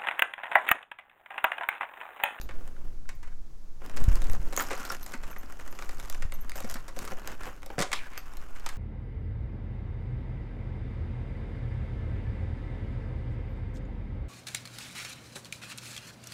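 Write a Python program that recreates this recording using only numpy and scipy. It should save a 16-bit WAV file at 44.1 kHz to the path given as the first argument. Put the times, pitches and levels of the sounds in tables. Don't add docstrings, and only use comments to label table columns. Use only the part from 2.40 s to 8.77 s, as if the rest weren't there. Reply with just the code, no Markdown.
import sys
import numpy as np
from scipy import signal
from scipy.fft import rfft, irfft, next_fast_len
from scipy.io import wavfile
from scipy.ndimage import uniform_filter1d

SR = 44100
rng = np.random.default_rng(int(sys.argv[2]) if len(sys.argv) > 2 else 0)


def transcribe(signal):
    frames = np.atleast_2d(signal).T
    limited = np.clip(frames, -1, 1)
    pcm = np.round(limited * 32767).astype(np.int16)
    wavfile.write(sys.argv[1], SR, pcm)


N = 280917
TIME = np.arange(N) / SR
RING_TIME = np.arange(int(.3 * SR)) / SR
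LEVEL_SAMPLES = int(.01 * SR)

# (time [s], level [dB], tray knock [dB rel], brightness [dB rel], t60 [s])
CONTACTS = [(0.014, -48, -8, 3, 0.0084), (0.0903, -42, -2.5, -13, .055), (0.1097, -44.5, -11, -18, 0.055),
            (0.2767, -54.5, -9, -1.5, 0.017), (0.6907, -40, -10.5, -4.5, .06),
            (0.8295, -49, -11, -6.5, 0.14), (0.8737, -53.5, -4.5, -8, .07), (1.4177, -52, 4.5, -16, .05),
            (1.4965, -46, -6, -6, 0.018), (1.5649, -48, -15, 0.5, .03), (1.5711, -38.5, -2, -2.5, 0.045),
            (1.64, -48, -3, 4, .024), (1.688, -45, -8, -2, 0.018), (1.8194, -45, 1, 0, 0.015),
            (1.8422, -49, -10, 0, 0.022), (1.8986, -43, -1, -2.5, 0.0072), (1.9332, -49.5, 8.5, 3, 0.029),
            (2.126, -40.5, 4, -4.5, 0.072), (2.1644, -46.5, -10, 9, .025), (2.1752, -28.5, -3, -25, 0.035),
            (2.1969, -29.5, -8, -9, 0.023), (2.2047, -49.5, -17, 9.5, 0.067), (2.2227, -54, 11, 11, 0.079),
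            (2.3059, -31.5, -9, -12.5, 0.13), (2.3137, -39.5, 9, -3, 0.092), (2.3307, -37, 1, -5, 0.059),
            (2.4511, -41, -5, 0, 0.074), (2.5025, -40, -1.5, -2, 0.031), (2.5194, -52.5, 5, 9.5, 0.033),
            (2.663, -46, -3, 2.5, 0.03), (2.7372, -34.5, -7.5, -8.5, 0.065), (2.835, -42, -8, -7, 0.074),
            (2.93, -48, -14, -19, 0.0099), (2.9628, -41, -5, -21, 0.024), (3.1238, -49.5, -7, -2, .015),
            (3.1983, -45, -21, -10, .015), (3.3261, -46, -1.5, -7, 0.019), (3.3891, -39.5, -5, -6.5, 0.045),
            (3.4233, -39, -12, -8, .015), (3.492, -41, -2, -4.5, 0.029), (3.5989, -43.5, -13, -2, 0.016),
            (3.6496, -48.5, -15, -4, 0.017), (3.6986, -45.5, 1, 6, 0.024), (3.7259, -46, -14, 0.5, 0.0088),
            (3.746, -43.5, -3, -5, 0.044), (3.8232, -38, -7, -6, 0.051), (3.9219, -40.5, -6, -4, 0.015),
            (4.0958, -45, -20, 1.5, 0.013), (4.1183, -40.5, -12, -6, 0.0078),
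            (4.1558, -44.5, 4.5, -1, 0.079), (4.2045, -50, 9, 4.5, 0.026), (4.2449, -45, 7, -4, 0.099),
            (4.2981, -49.5, -15, 4.5, 0.0078), (4.3121, -44.5, -13, 2, 0.012), (4.341, -45.5, -8, 5, 0.05),
            (4.356, -39.5, -5, -12, 0.086), (4.4812, -44, -1, -2.5, 0.11), (4.569, -49.5, 13, -2, .023),
            (4.5899, -42.5, -18, 3, 0.015), (4.6508, -48, -10, 2.5, .03), (4.6768, -39, -11, -5, 0.03),
            (4.7199, -41, 5.5, -15, .04), (4.875, -42.5, -1.5, 3.5, .014), (5.0716, -42, 3.5, -26, 0.074),
            (5.231, -45, -5, -8.5, 0.01), (5.2615, -54, 10, 5, 0.031), (5.3021, -42, 4.5, -23, 0.015),
            (5.3813, -33.5, 7, -12, 0.078), (5.3904, -31.5, -3, -0.5, .1), (5.4032, -35.5, 8.5, 1, 0.035),
            (5.4127, -32, -10, -0.5, .056), (5.4223, -28.5, -2, -0.5, 0.078),
            (5.5176, -33.5, -21, -5.5, .023), (5.5298, -28.5, -15, -3.5, 0.0091),
            (5.5323, -28, -14.5, -3, 0.056), (5.777, -38, -8.5, -2.5, 0.016), (5.97, -53.5, 0, 3.5, 0.027),
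            (6.161, -48, -15, -8, .07), (6.2626, -35, -8.5, -1, 0.043), (6.2896, -40, -20, -0.5, 0.046)]
# (frequency [Hz], level [dB rel], t60 [s])
TRAY_MODES = [(209, -9.5, 0.063), (284, -3, 0.09), (352, -6.5, 0.073), (386, -2, 0.058),
              (497.4, 1.5, 0.084), (559, 1.5, 0.078), (671, -0.5, 0.068), (752, -0.5, 0.074)]
# (time [s], nominal pitch [Hz], level before mode gain [dB])
METAL_PINGS = [(0.014, 12800, -44), (0.031, 14500, -40), (.75, 14600, -51), (1.914, 12850, -37),
               (2.049, 14690, -50), (2.179, 14500, -25), (2.212, 14750, -29), (2.45, 14600, -38),
               (2.628, 13100, -34), (2.91, 13220, -38), (2.983, 13300, -38), (3.31, 13220, -41),
               (3.938, 13220, -34.5), (4.009, 13100, -37), (4.157, 13500, -35), (5.777, 13200, -33)]
# (multiple of its pitch [ratio], gain [dB])
METAL_MODES = [(0.472, -18.5), (.83, -24), (0.999, -7)]
# (time [s], pitch [Hz], level [dB], t60 [s])
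BEAD_RINGS = [(2.1645, 6470, -21, 0.0066), (2.1753, 6780, -11.5, 0.0064), (2.192, 6860, -23.5, 0.026),
              (2.1966, 1690, -14, 0.0062), (2.5, 5500, -21.5, 0.0066), (2.5035, 1380, -18, 0.015)]
# (start [s], length [s], crinkle [dB], tray scuff [dB rel], fine crackle [dB rel])
HANDFUL_MOVES = [(0, 0.31, -64.5, 7.5, -15), (0.324, .22, -67.5, 9, -18), (1.41, .15, -54, 2, -17.5),
                 (1.559, .39, -49, 1, -9.5), (1.969, .15, -56, 5, -6), (2.127, .41, -46.5, -5, -6),
                 (2.563, .17, -53.5, -2.5, -4.5), (2.801, .52, -56.5, -2.5, -8.5),
                 (3.326, .47, -55.5, -3.5, -4.5), (4.129, .23, -49.5, -18, -5), (4.527, .2, -51, 1, -6),
                 (4.738, .19, -50, -2, -13), (4.979, .11, -48, -3, -12), (5.267, .11, -54.5, -1, -14),
                 (5.543, .47, -58, -31, -13.5), (6.111, .26, -53, -16, -12.5)]
# (frequency [Hz], spectral level [dB rel])
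SCUFF_COLOUR = [(100, -7.5), (230, 1), (400, -3.5), (600, -7.5), (2500, -32.5)]
CRINKLE_COLOUR = [(300, -18), (720, -5), (1450, -3), (2200, -12), (2900, -12), (3900, -26), (6000, -41.5)]
CRACKLE_COLOUR = [(2000, -18), (2900, -10), (3800, -13.5), (5200, -5), (7000, -2.5), (9500, -11),
                  (11000, -8.5), (13000, -5.5), (16000, -22)]
# (middle [s], half length [s], resonance [Hz], level [dB])
DRAGS = [(0.363, 0.019, 1470, -57), (.657, 0.0061, 1410, -59), (0.926, 0.016, 1450, -59.5),
         (1.435, 0.027, 1500, -62), (2.209, 0.022, 1300, -29.5), (2.413, 0.078, 1360, -44),
         (4.897, .06, 1765, -51), (5.04, 0.064, 1680, -48), (5.552, 0.05, 3320, -41.5),
         (5.581, 0.066, 2400, -44.5), (5.65, 0.057, 1610, -47), (5.764, 0.06, 2150, -48.5)]
# (time [s], level before mode gain [dB])
STAND_BUMPS = [(1.62, -17), (1.681, -2), (1.897, -19), (1.998, -23), (3.852, -19.5)]
# (frequency [Hz], gain [dB], t60 [s])
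STAND_MODES = [(34.8, -6.5, 0.26), (64, -2, 0.052), (107, -8.5, 0.01)]
# (time [s], pitch [Hz], level [dB])
TRAY_THUDS = [(2.746, 242, -30.5), (3.038, 236, -38.5), (4.242, 223, -26.5), (4.353, 230, -32.5),
              (4.719, 225, -34), (5.382, 136, -23.5), (5.401, 175, -20)]
# (middle [s], half length [s], level [dB])
ARM_SWELLS = [(.3, 1, -35), (2.82, 0.063, -35), (1.68, 0.2, -18), (1.93, 0.23, -21), (3.87, 0.5, -30.5),
              (4.3, 0.23, -28.5)]
# (frequency [Hz], spectral level [dB rel])
RUMBLE_COLOUR = [(5, 12.5), (9, -5), (13, 13.5), (28, -15.5), (45, -11.5), (70, -25), (120, -28.5),
                 (250, -39), (700, -78)]
AIR_COLOUR = [(40, 6), (150, -19), (300, -8), (600, -16), (1200, -19.5), (3000, -30), (6200, -26.5),
              (9000, -34), (16000, -37)]
# (band centre [Hz], t60 [s], level [dB rel])
ROOM_BANDS = [(248, 0.26, -5), (506, 0.42, -4.5), (970, 0.17, 5), (2100, 0.4, -6), (3950, 0.21, 2),
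              (8500, 0.28, -5), (13900, 0.28, -23)]

SORT_FROM_S = 1.4
SPARKLE_DB, SPARKLE_SLOPE, SPARKLE_LOSS = -8.5, 1.8, 0.63
MEDIUM_CONTACT_DB = -43.5
STRAY_DB, STRAY_KNOCK_DB, STRAY_BRIGHT_DB, STRAY_SPREAD_DB = -2, -8.5, -3, 4
STRAY_T60_S, PING_T60_S, THUD_T60_S = 0.01, 0.091, 0.06
LINK_HZ, LINK_OCTAVES, LINK_DB, LINK_SPREAD_DB, LINK_T60_S = 5900, 0.26, 21.5, 1, 0.0031
SCUFF_DB, CRINKLE_DB, CRACKLE_DB = -62, -60, -71
ATTACK_S, RELEASE_S = 0.035, 0.055
SWAY_DB, AIR_DB = -31, -56.5
CLICK_ROOM_DB, RUB_ROOM_DB, PING_ROOM_DB = -5, -18.5, -9.0
TOP_HZ = 15900


def clicks(crinkle, count=3):
    spots = np.zeros((count, N))
    for k, (s, db, knock_db, bright_db, t60) in enumerate(CONTACTS + strays(crinkle)):
        add(spots[k % count], s, contact(db, knock_db, bright_db, t60))
    return sum(spot + undb(CLICK_ROOM_DB) * room(spot) for spot in spots)


def contact(db, knock_db, bright_db, t60):
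    clack = strike(lo_hz=840, hi_hz=2340, t60=t60, crack=0.21)
    tick = strike(lo_hz=3080, hi_hz=8560, t60=0.59 * t60, crack=0.47)
    sparkle = strike(lo_hz=9500, hi_hz=14600, t60=0.34 * t60, crack=0.25)
    excess_db = max(db - MEDIUM_CONTACT_DB, 0)
    sparkle_db = SPARKLE_DB + SPARKLE_SLOPE * bright_db - SPARKLE_LOSS * excess_db
    hit = undb(knock_db - 3.5) * knock()
    add(hit, 0, undb(-2.55) * clack + undb(bright_db - 2.87) * tick + undb(sparkle_db) * sparkle)
    return undb(db) * hit


def strike(lo_hz, hi_hz, t60, crack):
    t = RING_TIME[:len(RING_TIME) // 3]
    ring = decay(t, max(t60, .002)) * rng.standard_normal(len(t))
    ring[0] += crack * np.sqrt(np.sum(ring ** 2))
    return unit(band(ring, lo_hz, hi_hz), LEVEL_SAMPLES)


def knock(rise_s=0.00061):
    hz, db, t60 = np.transpose(TRAY_MODES)[:, :, None]
    share, detune = rng.standard_normal((2, len(TRAY_MODES), 1))
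    gain = undb(db + 1.4 * share) * np.sign(detune)
    modes = gain * np.sin(2 * np.pi * hz * (1 + 0.018 * detune) * RING_TIME)
    return unit(np.sum(modes * ring_shape(rise_s, t60), axis=0), LEVEL_SAMPLES)


def strays(crinkle, count=60):
    at = moments(crinkle, count)
    size, low, high = STRAY_SPREAD_DB * np.clip(rng.standard_normal((count, 3)).T, -2, 2)
    db = 20 * np.log10(crinkle[at]) + STRAY_DB + size
    t60 = np.full(count, STRAY_T60_S)
    return list(zip(TIME[at], db, STRAY_KNOCK_DB + low, STRAY_BRIGHT_DB + high, t60))


def metal():
    modes = []
    for s, hz, db in METAL_PINGS:
        for ratio, mode_db in METAL_MODES:
            modes.append((s, ratio * hz, db + mode_db, PING_T60_S))
    return rings(modes, rise_s=0.00033)


def beads():
    return rings(BEAD_RINGS, rise_s=0.00015)


def links(crackle, count=130):
    at = moments(crackle, count)
    pitch, size = np.clip(rng.standard_normal((count, 2)).T, -2, 2)
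    hz = LINK_HZ * 2 ** (LINK_OCTAVES * pitch)
    db = 20 * np.log10(crackle[at]) + LINK_DB + LINK_SPREAD_DB * size
    return rings(zip(TIME[at], hz, db, np.full(count, LINK_T60_S)), rise_s=0.0001)


def handling():
    power = undb([[SCUFF_DB], [CRINKLE_DB], [CRACKLE_DB]]) ** 2 * (TIME > SORT_FROM_S)
    for s, length, db, scuff_db, crackle_db in HANDFUL_MOVES:
        shape = np.interp(TIME - s, [0, ATTACK_S, length, length + RELEASE_S], [0, 1, 1, 0])
        power = power + (undb([[db + scuff_db], [db], [db + crackle_db]]) * shape) ** 2
    return np.sqrt(power)


def rummage(scuff, crinkle, crackle, rate_hz=330, spread_db=5, limit_db=14, flurry_db=1.0, uneven_db=1.73):
    push = wander(45)
    happens = rng.random(N) < rate_hz * undb(flurry_db * push) / SR
    slips = happens * undb(np.minimum(spread_db * rng.exponential(size=N), limit_db))
    low = scuff * colour(grains(slips, tail_s=0.0038, rub=0.54), SCUFF_COLOUR)
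    middle = crinkle * colour(grains(slips, tail_s=0.0023, rub=0.44), CRINKLE_COLOUR)
    high = crackle * colour(grains(slips, tail_s=0.00055, rub=0.29), CRACKLE_COLOUR)
    return undb(uneven_db * push) * (low + middle + high)


def grains(slips, tail_s, rub):
    keep = np.exp(-1 / (tail_s * SR))
    power = signal.lfilter([1], [1, -keep], slips ** 2)
    return np.sqrt(power / power.mean() + abs(rub)) * rng.standard_normal(N)


def scrapes(width):
    out = np.zeros(N)
    for s, half, hz, db in DRAGS:
        swell = np.hanning(int(2 * half * SR))
        slips = rng.standard_normal(len(swell)) * (rng.random(len(swell)) < 1500 / SR)
        chatter = unit(band(slips, hz / (1 + width), hz * (1 + width), order=1))
        add(out, s - half, undb(db) * swell * chatter)
    return out


def bumps():
    stand = [(s, hz, db + mode_db, t60) for s, db in STAND_BUMPS for hz, mode_db, t60 in STAND_MODES]
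    tray = [(s, hz, db, THUD_T60_S) for s, hz, db in TRAY_THUDS]
    return rings(stand + tray, rise_s=0.0023)


def arm_rumble():
    gain = undb(SWAY_DB) + swells(ARM_SWELLS)
    return gain * colour(rng.standard_normal(N), RUMBLE_COLOUR)


def room_air():
    return undb(AIR_DB) * colour(rng.standard_normal(N), AIR_COLOUR)


def room(x, gap_s=0.0014, wet_db=-0.5):
    t = np.arange(SR // 2) / SR
    tail = np.zeros(len(t))
    for hz, t60, db in ROOM_BANDS:
        noise = band(rng.standard_normal(len(t)), hz / np.sqrt(2), hz * np.sqrt(2))
        tail += undb(db) * noise * decay(t, t60)
    tail = tail * np.clip(t / gap_s - 1, 0, 1) / np.sqrt(2 * LEVEL_SAMPLES)
    return undb(wet_db) * signal.fftconvolve(x, tail)[:N]


def rings(table, rise_s):
    out = np.zeros(N)
    for s, hz, db, t60 in table:
        add(out, s, undb(db) * ring_shape(rise_s, t60) * np.sin(2 * np.pi * hz * RING_TIME))
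    return out


def ring_shape(rise_s, t60):
    return (1 - np.exp(-RING_TIME / rise_s)) * decay(RING_TIME, t60)


def decay(t, t60):
    return np.exp(-np.log(1000) * t / t60)


def moments(gain, count):
    busy = np.cumsum(np.sqrt(gain) * (TIME > SORT_FROM_S))
    return np.searchsorted(busy, busy[-1] * (np.arange(count) + rng.random(count)) / count)


def wander(rate_hz):
    step = int(SR / rate_hz)
    held = np.repeat(rng.standard_normal(N // step + 1), step)
    return unit(uniform_filter1d(held, step)[:N])


def swells(table):
    return sum(undb(db) * np.cos(np.pi / 2 * np.clip((TIME - s) / half, -1, 1)) ** 2 for s, half, db in table)


def colour(x, points):
    hz, db = np.transpose(points)
    size = next_fast_len(N)
    bins_hz = np.fft.rfftfreq(size, 1 / SR)
    gain = undb(np.interp(np.log(bins_hz + 1), np.log(hz), db))
    return unit(irfft(rfft(x, size) * gain, size)[:N])


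def band(x, lo_hz, hi_hz, order=3):
    edges_hz = [lo_hz, min(hi_hz, SR / 2 - 100)]
    return signal.sosfilt(signal.butter(order, edges_hz, "band", fs=SR, output="sos"), x)


def undb(db):
    return 10 ** (np.asarray(db) / 20)


def unit(x, count=None):
    return x / np.sqrt(np.mean(x[:count] ** 2) + 1e-20)


def add(out, s, sound):
    i = max(int(s * SR), 0)
    out[i:i + len(sound)] += sound[:max(N - i, 0)]


def scene():
    scuff, crinkle, crackle = handling()
    contacts = clicks(crinkle)
    rubbing = rummage(scuff, crinkle, crackle) + scrapes(width=0.087)
    pings = metal() + beads() + links(crackle)
    reverb = room(undb(RUB_ROOM_DB) * rubbing + undb(PING_ROOM_DB) * pings)
    return (contacts + rubbing + pings + bumps() + arm_rumble() + room_air() + reverb)[None]


def record(dry):
    return signal.sosfilt(signal.ellip(10, .2, 80, TOP_HZ, fs=SR, output="sos"), dry)


dry = scene()
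out = record(dry)
transcribe(out)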